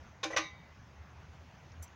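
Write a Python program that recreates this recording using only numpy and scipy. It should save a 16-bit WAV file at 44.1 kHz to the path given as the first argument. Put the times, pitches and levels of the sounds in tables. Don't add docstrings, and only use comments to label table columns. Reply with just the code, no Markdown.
import sys
import numpy as np
from scipy import signal
from scipy.fft import rfft, irfft, next_fast_len
from scipy.io import wavfile
from scipy.ndimage import uniform_filter1d, map_coordinates

SR = 44100
rng = np.random.default_rng(int(sys.argv[2]) if len(sys.argv) > 2 else 0)


def makeup_ratio(level_db):
    decades = np.asarray(level_db, float) / 20
    return 10 ** decades


def to_wav(sig):
    pcm = np.clip(np.atleast_2d(sig), -1, 1) * 32767
    pcm = np.round(pcm).astype(np.int16)
    wavfile.write(sys.argv[1], SR, pcm.T)


N = 85995
T = np.arange(N) / SR
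RING_RISE_S, WAVER = 0.0035, 1


def unit(x):
    return x / np.sqrt(np.mean(x ** 2) + 1e-20)


def along(points, hz):
    f, v = np.transpose(points)
    return np.interp(np.log(hz + 1), np.log(f + 1), v)


def wobble(rate, count=N):
    knots = rng.standard_normal(int(count * 400 / SR) + 4)
    return map_coordinates(knots, [T[:count] * min(rate, 400)])


def filtered(x, response):
    m = next_fast_len(N + 8192)
    gain = response(np.fft.rfftfreq(m, 1 / SR))
    return irfft(rfft(x, m) * gain, m)[..., :N]


def swell(t, rise):
    return (1 - np.exp(-t / rise)) ** 2


def ring(start, hz, db, t60, rise, waver, rate=60):
    t, out = T[:SR // 2], np.zeros(N + SR)
    loose = waver * min(hz / 2500, 1.3)
    shake = loose * wobble(rate, count=len(t))
    turn = rng.random(2)
    second_hz = hz * (1 - 0.00416 * (0.5 + turn[1]))
    pair = np.sin(2 * np.pi * (hz * t + turn[0]) + shake)
    pair = pair + 0.35 * np.sin(2 * np.pi * (second_hz * t + turn[0]))
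    level_db = db - 60 * t / t60 + 2.8 * loose * wobble(rate / 2, count=len(t))
    out[round(start * SR):][:len(t)] = makeup_ratio(level_db) * swell(t, rise) * pair
    return out[:N]


def traffic():
    # (frequency [Hz], level [dB])
    traffic_colour = [(25, -15), (60, 1), (120, 6), (350, -10.5), (900, -7.5), (2200, -13.5), (4000, -24),
                      (15000, -28.5)]
    # (time [s], level [dB])
    flow = [(0, -55.5), (.15, -58.5), (.6, -58), (.9, -58.5), (1.3, -56.5), (1.6, -56.5), (1.95, -57.5)]
    z = signal.stft(rng.standard_normal(N + 512), nperseg=512)[2]
    patches = uniform_filter1d(rng.standard_normal(z.shape), 5, 0)
    patches = uniform_filter1d(patches, 8, 1)
    noise = signal.istft(z * makeup_ratio(2.05 * unit(patches)), nperseg=512)[1][:N]
    hiss = unit(filtered(noise, lambda hz: makeup_ratio(along(traffic_colour, hz))))
    return makeup_ratio(np.interp(T, *np.transpose(flow))) * hiss


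def engine():
    # (time [s], level [dB])
    throb = [(0.0, -50), (0.342, -69.5), (0.362, -57), (0.476, -64.5), (0.532, -54.5), (0.58, -69.5),
             (0.732, -54.5), (0.76, -73), (1.02, -45.5), (1.058, -60), (1.194, -54.5), (1.216, -63),
             (1.286, -49.5), (1.65, -65), (1.814, -45), (1.878, -68), (1.922, -56), (1.95, -62)]
    firing_hz, width_hz = 79, 17
    pitch = firing_hz + 3 * wobble(5.1)
    tone = np.sqrt(2) * np.sin(2 * np.pi * np.cumsum(pitch) / SR)
    noise = rng.standard_normal(N)
    rough = unit(filtered(noise, lambda hz: np.exp(-((hz - firing_hz) / width_hz) ** 2)))
    return makeup_ratio(np.interp(T, *np.transpose(throb))) * (0.7 * tone + 0.43 * rough)


def fitting():
    # (time [s], peak level [dB], pitch [Hz], time to fade by 60 dB [s])
    ticks = [(1.7196, -48, 5600, .003), (1.7222, -51, 5900, .003), (1.645, -62, 13000, .004),
             (1.8775, -59, 6000, .009), (1.8800, -58, 6100, .009), (1.882, -68, 6500, .04),
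             (1.724, -71, 6600, .08)]
    # (time [s], level [dB], rise [s], time to fade by 60 dB [s])
    clinks = [
        (1.8225, -47.5, 0.0048, 0.06),
        (1.838, -54.5, 0.0039, 0.044),
    ]
    # (frequency [Hz], level [dB], share of the clink's fading time)
    part_tones = [(6016, 0.5, 1.4), (7230, 20, 0.48), (7600, 9.5, 1.5), (8340, 17.5, 1), (9790, 17.5, .8),
                  (10890, 14, 0.68), (11600, 16, 0.78), (14700, 3, .9), (15500, 1, .9)]
    # (frequency [Hz], level [dB])
    jingle = [(3500, -22), (5500, -12), (7000, -9), (10000, 3), (12500, -3), (13500, -17), (14300, -10),
              (16000, -4)]
    out = sum(ring(s, hz, db, t60, 0.00012, 0) for s, db, hz, t60 in ticks)
    for s, db, rise, t60 in clinks:
        t = np.clip(T - s, 0, None)
        hiss = unit(filtered(rng.standard_normal(N), lambda hz: makeup_ratio(along(jingle, hz))))
        out = out + makeup_ratio(db + 15.5 - 60 * t / t60) * swell(t, rise) * hiss
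        out = out + sum(ring(s, hz, db + tone_db, t60 * share, rise, 0.6, rate=180)
                        for hz, tone_db, share in part_tones)
    return out


def frame(start, colour):
    t, out = T[:SR // 4], np.zeros(N + SR)
    place, turn, size, life = rng.random((4, 260, 1))
    hz = 450 + 11000 * place ** 1.9
    t60 = 0.19 * (0.71 + 0.72 * life)
    fading = makeup_ratio(7.25 * size - 4.5 - 60 * t / t60)
    crowd = colour(hz) * fading * np.sin(2 * np.pi * (hz * t + turn))
    out[round(start * SR):][:len(t)] = crowd.sum(axis=0) * (1 - np.exp(-t / RING_RISE_S))
    return out[:N]


def knock(start, db, length, which, tilt_db, post_db):
    # (frequency [Hz], level [dB])
    chatter_colour = [(250, -35), (520, -1), (800, -4), (1400, 0.5), (3000, 0), (6000, -5), (9000, -8),
                      (15000, -21)]
    # (frequency [Hz], level [dB], time to fade by 60 dB [s])
    bar_tones = [
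        [(1084, 2, 0.11), (3000, -8, .1), (3360, -5, .08), (1021, -13, 0.79), (1490, -8, 0.2),
         (2350, -5.5, 0.29), (2496, -5.5, 0.17), (3690, 3, 0.11), (4010, -6, 0.12), (4640, -16, 0.065),
         (6060, -2, 0.086), (6240, -2, 0.12)],
        [(812, -16.5, 0.51), (1031, -9.5, 0.35), (1125, -6, 0.23), (1537, -4.5, 0.17), (1940, -12, 0.45),
         (2105, -10, 0.37), (2274, -9.5, 0.5), (2436, -6.5, 0.21), (3675, -22, .5), (3830, -17, 0.45),
         (4150, -18.5, 0.31), (6040, -12.5, 0.26), (6244, -11, 0.22)],
        [(558.5, 7.5, 0.15), (1040, 0, 0.29), (1770, 3, 0.073), (1950, 4, .07), (2283, -2, 0.45),
         (6140, -10, 0.45)],
        [],
    ]

    def colour(hz):
        return makeup_ratio(along(chatter_colour, hz) + tilt_db * np.log2(hz / 1000 + 0.086))

    t = np.clip(T - start, 0, None)
    hits_per_s, spiky_db = 8000, 1.5
    hits = (rng.random(N) < hits_per_s / SR) * rng.standard_normal(N) * makeup_ratio(spiky_db * wobble(300))
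    held = swell(t, 0.0041) * np.exp(-np.clip(t - length / 2, 0, None) / 0.011)
    chatter = held * unit(filtered(hits, colour))
    bar = sum(ring(start, hz, tone_db, t60, RING_RISE_S, WAVER) for hz, tone_db, t60 in bar_tones[which])
    post = ring(start + 0.02, 320, post_db + 11, 0.18, 0.0081, WAVER)
    return makeup_ratio(db) * (chatter + bar + makeup_ratio(-18) * frame(start, colour)) + post


def bars():
    # (time [s], level [dB], chatter length [s], bar number, tilt [dB per octave])
    knocks = [
        (0.2301, -37, 0.027, 0, 1),
        (.300, -47.5, 0.095, 2, -9),
        (.305, -61.5, 0.02, 3, 6),
        (0.3623, -30.5, 0.029, 1, -0.17),
    ]
    post_hum = [-45.5, -60.5, -80, -47]
    # (frequency [Hz], level [dB], time to fade by 60 dB [s])
    rail_tones = [(1210, -6, 0.28), (1966, -24.5, 0.64), (2030, -18, 0.78), (3700, -18.5, 0.55),
                  (5800, -11, 0.23), (2600, -19, 0.085), (2963, -2, 0.052), (4690, -34, 0.97),
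                  (5470, -17, 0.15), (5800, -4, 0.042)]
    # (time [s], pitch [Hz], level [dB], time to fade by 60 dB [s])
    thumps = [(.2305, 400, -41, .07), (.243, 510, -41, 0.11), (.244, 580, -41, 0.14),
              (.240, 786, -39.5, 0.16), (.3600, 560, -24, .06), (.385, 575, -44, .2),
              (.369, 1800, -32, 0.08), (0.33, 1940, -28, .05)]
    start, db = knocks[-1][:2]
    rail = sum(ring(start, hz, db + tone_db, t60, RING_RISE_S, WAVER) for hz, tone_db, t60 in rail_tones)
    thumping = sum(ring(s, hz, thump_db, t60, RING_RISE_S, WAVER) for s, hz, thump_db, t60 in thumps)
    knocking = sum(knock(s, knock_db, length, round(bar), tilt_db, post_db)
                   for (s, knock_db, length, bar, tilt_db), post_db in zip(knocks, post_hum))
    return rail + thumping + knocking


def scene():
    return (traffic() + engine() + fitting() + bars())[None]


def top_cut(x):
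    return signal.sosfilt(signal.butter(12, 15990, fs=SR, output="sos"), x)


def record(dry):
    # (frequency [Hz], level [dB])
    mic = [(5000, 1), (6500, 3.5), (7300, -10), (8600, -22.5), (10700, -15), (13000, -22.5), (15300, -8),
           (15800, -7)]
    mix = filtered(dry, lambda hz: makeup_ratio(along(mic, hz)) * (hz < 15850))
    return top_cut(mix)


dry = scene()
out = record(dry)
to_wav(out)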